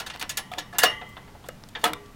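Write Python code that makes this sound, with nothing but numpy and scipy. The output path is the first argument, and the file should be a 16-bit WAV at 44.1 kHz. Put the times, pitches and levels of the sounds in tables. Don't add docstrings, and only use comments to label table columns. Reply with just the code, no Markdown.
import sys
import numpy as np
from scipy import signal
from scipy.fft import rfft, irfft
from scipy.io import wavfile
from scipy.ndimage import uniform_filter1d

SR = 44100
rng = np.random.default_rng(int(sys.argv[2]) if len(sys.argv) > 2 else 0)


def to_linear_factor(level_db):
    exponent = np.asarray(level_db, float) / 20
    return 10 ** exponent


def master_out(mix):
    frames = np.transpose(np.atleast_2d(mix))
    ceiling = np.clip(frames, -1, 1)
    pcm = np.round(ceiling * 32767).astype(np.int16)
    wavfile.write(sys.argv[1], SR, pcm)


N = 94815

# [f/Hz, density/dB per Hz]
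AIR_SPECTRUM = [(22, 0), (42, -4), (62, 3.5), (80, -2.5), (110, 1.5), (230, -3), (350, -11.5), (849, -14),
                (16000, -35.5)]
# [t/s, level/dB, tilt/dB per octave, softness/dB per octave, chatter/s]
BITES = [(0.0, -30, 0.5, 8, 0.0024), (.063, -33, 1.5, 8, .0045), (.099, -32.5, 2.5, 18.5, 0.0028),
         (.136, -40, 1.5, 16, 0.009), (.196, -35.5, 0.5, 3.5, 0.0014), (.211, -29, 1, 9.5, 0.003),
         (.293, -27.5, 4, 10, 0.0079), (.371, -23.5, 1, 2.5, 0.0035), (.583, -26.5, 3.5, 13, 0.0035),
         (.726, -38.5, -6, -2, 0.0082), (.745, -39.5, -2, 18, 0.017), (.784, -17.5, 0.5, -8, 0.0067),
         (.817, -26.5, 0, 5.5, 0.015), (.833, -13.5, 0, 4.5, 0.0034), (.851, -26, 6, 39, 0.005),
         (.865, -43, 10, -2, 0.0048), (.894, -41, -5.5, -3, 0.012), (1.013, -41, -4, 26, 0.0024),
         (1.167, -41.5, -4.5, 25, 0.0026), (1.277, -49.5, -6, 15, 0.0022), (1.443, -60, -8, 11, 0.0053),
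         (1.458, -51.5, -0.5, 3, 0.0081), (1.751, -32, 0, 31, 0.0042), (1.785, -54, -1, 0, 0.021),
         (1.812, -46.5, -1, 3, 0.02)]
# [f/Hz, level/dB, T60/s]
HELD_WIRES = [(1370, 5.5, 0.075), (1710, 8, 0.12), (2084, -2.5, 0.047), (2810, 4, 0.07), (3540, 9, 0.033),
              (3704, 2, 0.09), (4520, 5.5, 0.053), (5480, -9, 0.27), (6220, -3.5, 0.14), (6750, 9.5, 0.031),
              (8320, 0, 0.091), (9600, 2, 0.057), (10080, 0.5, 0.15), (12060, 6, 0.032)]
# [f/Hz, density/dB per Hz]
MESH = [(150, -15.5), (400, -11.5), (750, -1.5), (1080, -4.5), (1700, -6.5), (3500, -5.5), (7000, -9),
        (16000, -9)]
# [t/s, level/dB, tilt/dB per octave]
RELEASES = [(.003, -39.5, -4.5), (0.099, -42, -2), (0.299, -41, -2.5), (0.377, -38.5, -3),
            (.588, -40.5, -1.5), (.788, -25, -1), (.836, -30, -5.5), (.858, -26, 2), (0.891, -46, 10.5),
            (1.171, -51, -9.5), (1.491, -74, -3), (1.77, -57, -8), (1.846, -46, 2), (1.901, -42, -10.5)]
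# [f/Hz, level/dB, T60/s]
FREE_WIRES = [(411, -26.5, 0.76), (480.4, -21.5, 0.37), (869, -20, 0.53), (1017, -18, 0.63),
              (1157, -19.5, 1.6), (1895, -9, 0.54), (2030, -17.5, 1.2), (2300, -17.5, 0.33),
              (2900, -14, 0.62), (2994, -15, 0.6), (3200, -22.5, 1.2), (3709, -28, 0.53), (5460, -16, 0.18),
              (6320, -30.5, 0.4)]
# [t/s, level/dB, tilt/dB per octave, softness/dB per octave, chatter/s]
KNOCKS = [(.150, -41, -1.5, 2, 0.0014), (.229, -35.5, 3.5, 28, 0.0026), (.516, -36.5, 3.5, 12.5, 0.0018),
          (.526, -37.5, 0, 6, 0.02), (.574, -35, -0.5, 6, 0.0077), (.835, -17.5, 2, -6, 0.0018),
          (.857, -48, 2, 13, 0.0035), (1.018, -41, -2, 25, 0.0042), (1.171, -44.5, 0.7, 11, 0.0033),
          (1.352, -48, -1, 15, 0.00074), (1.443, -46, -1, 4, 0.0044), (1.488, -40.5, 1, 7, 0.0013),
          (1.835, -27.5, -3, -1, 0.001), (1.840, -15.5, 3.5, 9, 0.002), (1.852, -20, 1.5, 11, 0.0025),
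          (1.865, -27, 2, 8, 0.001), (1.876, -33, -0.5, 2, 0.0048), (1.898, -33.5, -7.5, -5, 0.0074)]
# [f/Hz, level/dB, T60/s]
TUB_WALLS = [(301, -9, 0.16), (459, -7.5, 0.11), (560, -0.5, 0.023), (720, 3, 0.077), (900, -14.5, 0.02),
             (1280, -2.5, 0.065), (1698, -4.5, 0.02), (2864, -13.5, 0.1), (3470, -8, 0.052)]
# [f/Hz, density/dB per Hz]
SHELL = [(150, -8), (300, -17.5), (650, -1), (1050, -4.5), (1600, -5.5), (3000, -12.5), (6000, -21.5),
         (16000, -14.5)]
# [t/s, level/dB, f/Hz, width/octaves, T60/s]
TICKS = [(.161, -34.5, 1820, 1, 0.0062), (.161, -46, 8800, 1.5, 0.0076), (0.174, -47, 4670, 0.3, 0.017),
         (0.226, -25, 2300, 1.13, 0.02), (0.228, -35, 11100, 0.42, 0.0067), (.537, -30, 1510, 0.86, .012),
         (0.538, -35, 3200, 0.83, 0.0071), (1.09, -57, 15500, 0.091, 0.05), (1.09, -56.5, 7000, 2.2, 0.089),
         (1.487, -37.5, 6060, 0.74, 0.013), (1.487, -38, 11100, 0.27, 0.01),
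         (1.4877, -31.5, 576, 0.095, 0.016), (1.638, -40.5, 4480, 0.53, 0.0055),
         (1.638, -41.5, 1500, .7, 0.01), (1.688, -47, 6900, 0.87, 0.022), (1.689, -49.5, 2900, .6, 0.031),
         (1.840, -25.5, 8100, 0.65, 0.032), (1.934, -30.5, 9600, 1.4, 0.01),
         (1.934, -26, 2900, 0.69, 0.017), (1.934, -29.5, 1480, 0.32, 0.022), (2.06, -51, 3000, 1, 0.025),
         (1.751, -33.5, 3230, 0.15, 0.11), (.516, -33, 686, 0.1, 0.066), (1.49, -35, 1500, 0.74, 0.013),
         (1.841, -17, 645, 0.36, 0.02), (1.842, -24, 3550, .2, 0.058), (0.8331, -21.5, 2730, 1, 0.011),
         (.837, -18, 560, 0.33, 0.058), (.785, -20, 7100, 0.27, 0.034), (0.856, -33, 290, 0.14, 0.13),
         (1.351, -42.5, 840, 0.27, 0.046), (1.441, -52.5, 3550, 0.17, 0.062), (1.015, -39, 815, 0.15, .05),
         (1.015, -46, 3470, 0.12, .04), (.585, -27.5, 900, 0.17, 0.019), (1.168, -43.5, 3480, 0.084, .04),
         (1.169, -37, 835, 0.23, 0.035), (1.443, -42.5, 860, 0.33, .04), (0.836, -15, 1560, 0.21, 0.033),
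         (1.751, -33, 1780, 0.12, 0.087)]
# [t/s, level/dB, tilt/dB per octave]
SPRINGS = [
    (0.787, -26.5, -2),
    (0.819, -35, 3),
    (0.855, -23, -6.5),
    (.864, -28, 4),
    (0.892, -40, 7.5),
    (1.499, -62, 5),
]
# [f/Hz, level/dB, T60/s]
LATCH_HOOK = [(1231, -1, 0.13), (1820, -7, 0.15), (2858, 6.5, 0.15), (10400, -33, 0.3)]
NEIGHBOURS = [-1.8, -1, 0, 1, 1.8]
NEIGHBOUR_DB = [-9, -5, 0, -5, -9]

LOW_HZ, SPAN_HZ = 150, 15800
SOFT_HZ = 4410
SCATTER_DB = 2.5
SECOND = np.arange(SR) / SR
FIFTH = SECOND[:SR // 5]


def unit(x):
    return x / np.sqrt(np.mean(x ** 2))


def colour(spectrum, hz):
    table_hz, table_db = np.array(spectrum).T
    return np.interp(np.log(hz), np.log(table_hz), table_db)


def air():
    hz = np.maximum(np.fft.rfftfreq(N, 1 / SR), 10)
    tones = rfft(rng.standard_normal(N)) * to_linear_factor(colour(AIR_SPECTRUM, hz))
    return unit(irfft(tones, N)) * to_linear_factor(-48)


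def add(out, s, x):
    i = max(int(s * SR), 0)
    out[i:i + len(x)] += x[:N - i]


def peak(x):
    return x / np.sqrt(uniform_filter1d(x ** 2, size=200).max())


def spread(count):
    def place(u):
        return LOW_HZ + SPAN_HZ * u ** 1.5

    u = np.arange(count) / count
    hz = place(u + rng.random(count) / count)
    spacing_hz = place(u + 1 / count) - place(u)
    return hz, 10 * np.log10(spacing_hz / 100)


def group(modes):
    m = np.repeat(modes, 5, axis=0)
    detune = 0.014 * np.tile(NEIGHBOURS, len(modes))
    m[:, 0] *= 1 + detune * (0.5 + rng.random(len(m)) / 2)
    m[:, 1] += np.tile(NEIGHBOUR_DB, len(modes))
    return m


def rings(hz, t60, rise_cycles, t):
    hz = np.float32(hz[:, None])
    t60 = np.float32(np.clip(t60, 0.004, 1.3)[:, None])
    t = np.float32(t)
    turns = hz * t
    rise = 1 - np.exp(-turns / max(rise_cycles, 0.05))
    decay = np.exp(-np.float32(np.log(1000)) * t / t60)
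    to_zero = 1 - t / t[-1]
    return rise * decay * to_zero * np.sin(np.float32(2 * np.pi) * (turns % 1))


def body(modes, crowd, crowd_db, t60_1khz, slope, rise_cycles):
    named_hz, named_db, named_t60 = group(modes).T
    crowd_hz, weight_db = spread(count=520)
    hz = np.r_[named_hz, crowd_hz]
    db = np.r_[named_db, weight_db + colour(crowd, crowd_hz) + crowd_db]
    t60 = np.r_[named_t60, t60_1khz * (crowd_hz / 1000) ** -slope]
    return hz, db, rings(hz, t60, rise_cycles, FIFTH)


def chatter_force(chatter):
    t = SECOND[:4096]
    pick, size = rng.random(len(t)), rng.standard_normal(len(t))
    rarity = np.clip(2000 / SR / pick, 0, 1) ** 4
    push = rarity * size * np.exp(-t / max(chatter, 2e-4))
    push[0] = 1
    tones = rfft(push)
    smooth_power = uniform_filter1d(abs(tones) ** 2, size=25)
    return irfft(tones / np.sqrt(smooth_power))[:2048]


def contacts(rows, hz, db, ring):
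    out = np.zeros(N)
    for s, level_db, tilt_db, soft_db, chatter in rows:
        patch_db = 1.5 * np.interp(np.log2(hz / 150), np.arange(15) / 2, rng.standard_normal(15))
        shape_db = tilt_db * np.log2(hz / 2000)
        shape_db = shape_db - max(soft_db, 0) * np.log2(1 + (hz / SOFT_HZ) ** 4) / 4
        gain = to_linear_factor(db + shape_db + SCATTER_DB * rng.standard_normal(len(hz)) + patch_db)
        hit = np.float32(gain * rng.choice([-1, 1], len(hz))) @ ring
        add(out, s, to_linear_factor(level_db) * peak(signal.fftconvolve(hit, chatter_force(chatter))))
    return out


def bites():
    return contacts(BITES, *body(HELD_WIRES, MESH, crowd_db=4, t60_1khz=0.17, slope=0.35, rise_cycles=1.7))


def twangs(modes, rows):
    out, (hz, db, t60) = np.zeros(N), group(modes).T
    wires = rings(hz, t60, 20, SECOND)
    for s, level_db, tilt_db in rows:
        shape_db = db + tilt_db * np.log2(hz / 2000)
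        gain = to_linear_factor(level_db + shape_db + SCATTER_DB * rng.standard_normal(len(hz)))
        add(out, s, np.float32(gain * rng.choice([-1, 1], len(hz))) @ wires)
    return out


def free_wires():
    return twangs(FREE_WIRES, RELEASES)


def knocks():
    return contacts(KNOCKS, *body(TUB_WALLS, SHELL, crowd_db=-6.5, t60_1khz=0.16, slope=0.32, rise_cycles=0.47))


def ticks():
    out, (hz, db) = np.zeros(N), spread(count=120)
    for s, level_db, centre_hz, width, t60 in TICKS:
        octaves = np.log2(hz / centre_hz)
        gain = to_linear_factor(db - 6.3 * (octaves / width) ** 2)
        gain = gain * (1 + 1.1 * rng.standard_normal(len(hz)))
        ring = rings(hz, t60 * (hz / centre_hz) ** -0.3, 0.49, SECOND[:SR // 20])
        add(out, s, to_linear_factor(level_db) * peak(gain @ ring))
    return out


def latch_hook():
    return twangs(LATCH_HOOK, SPRINGS)


def room(x):
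    t60_s, dull_hz, level_db = 0.26, 4130, -18.5
    tail = rng.standard_normal(len(SECOND)) * np.exp(-np.log(1000) * SECOND / t60_s)
    tail = tail * (SECOND > 0.004)
    tail = signal.lfilter(*signal.butter(1, dull_hz, fs=SR), tail)
    return signal.fftconvolve(x, tail / np.sqrt(np.sum(tail ** 2)))[:N] * to_linear_factor(level_db)


def scene():
    near = bites() + free_wires() + knocks() + ticks() + latch_hook()
    return (near + room(near) + air())[None]


def band_limit(x):
    return signal.sosfilt(signal.butter(12, 16650, fs=SR, output="sos"), x)


def record(dry):
    rounded = np.tanh(1.1 * dry) / 1.1
    top_cut = signal.ellip(8, 0.2, 60, 15800, fs=SR, output="sos")
    return band_limit(signal.sosfilt(top_cut, rounded))


dry = scene()
out = record(dry)
master_out(out)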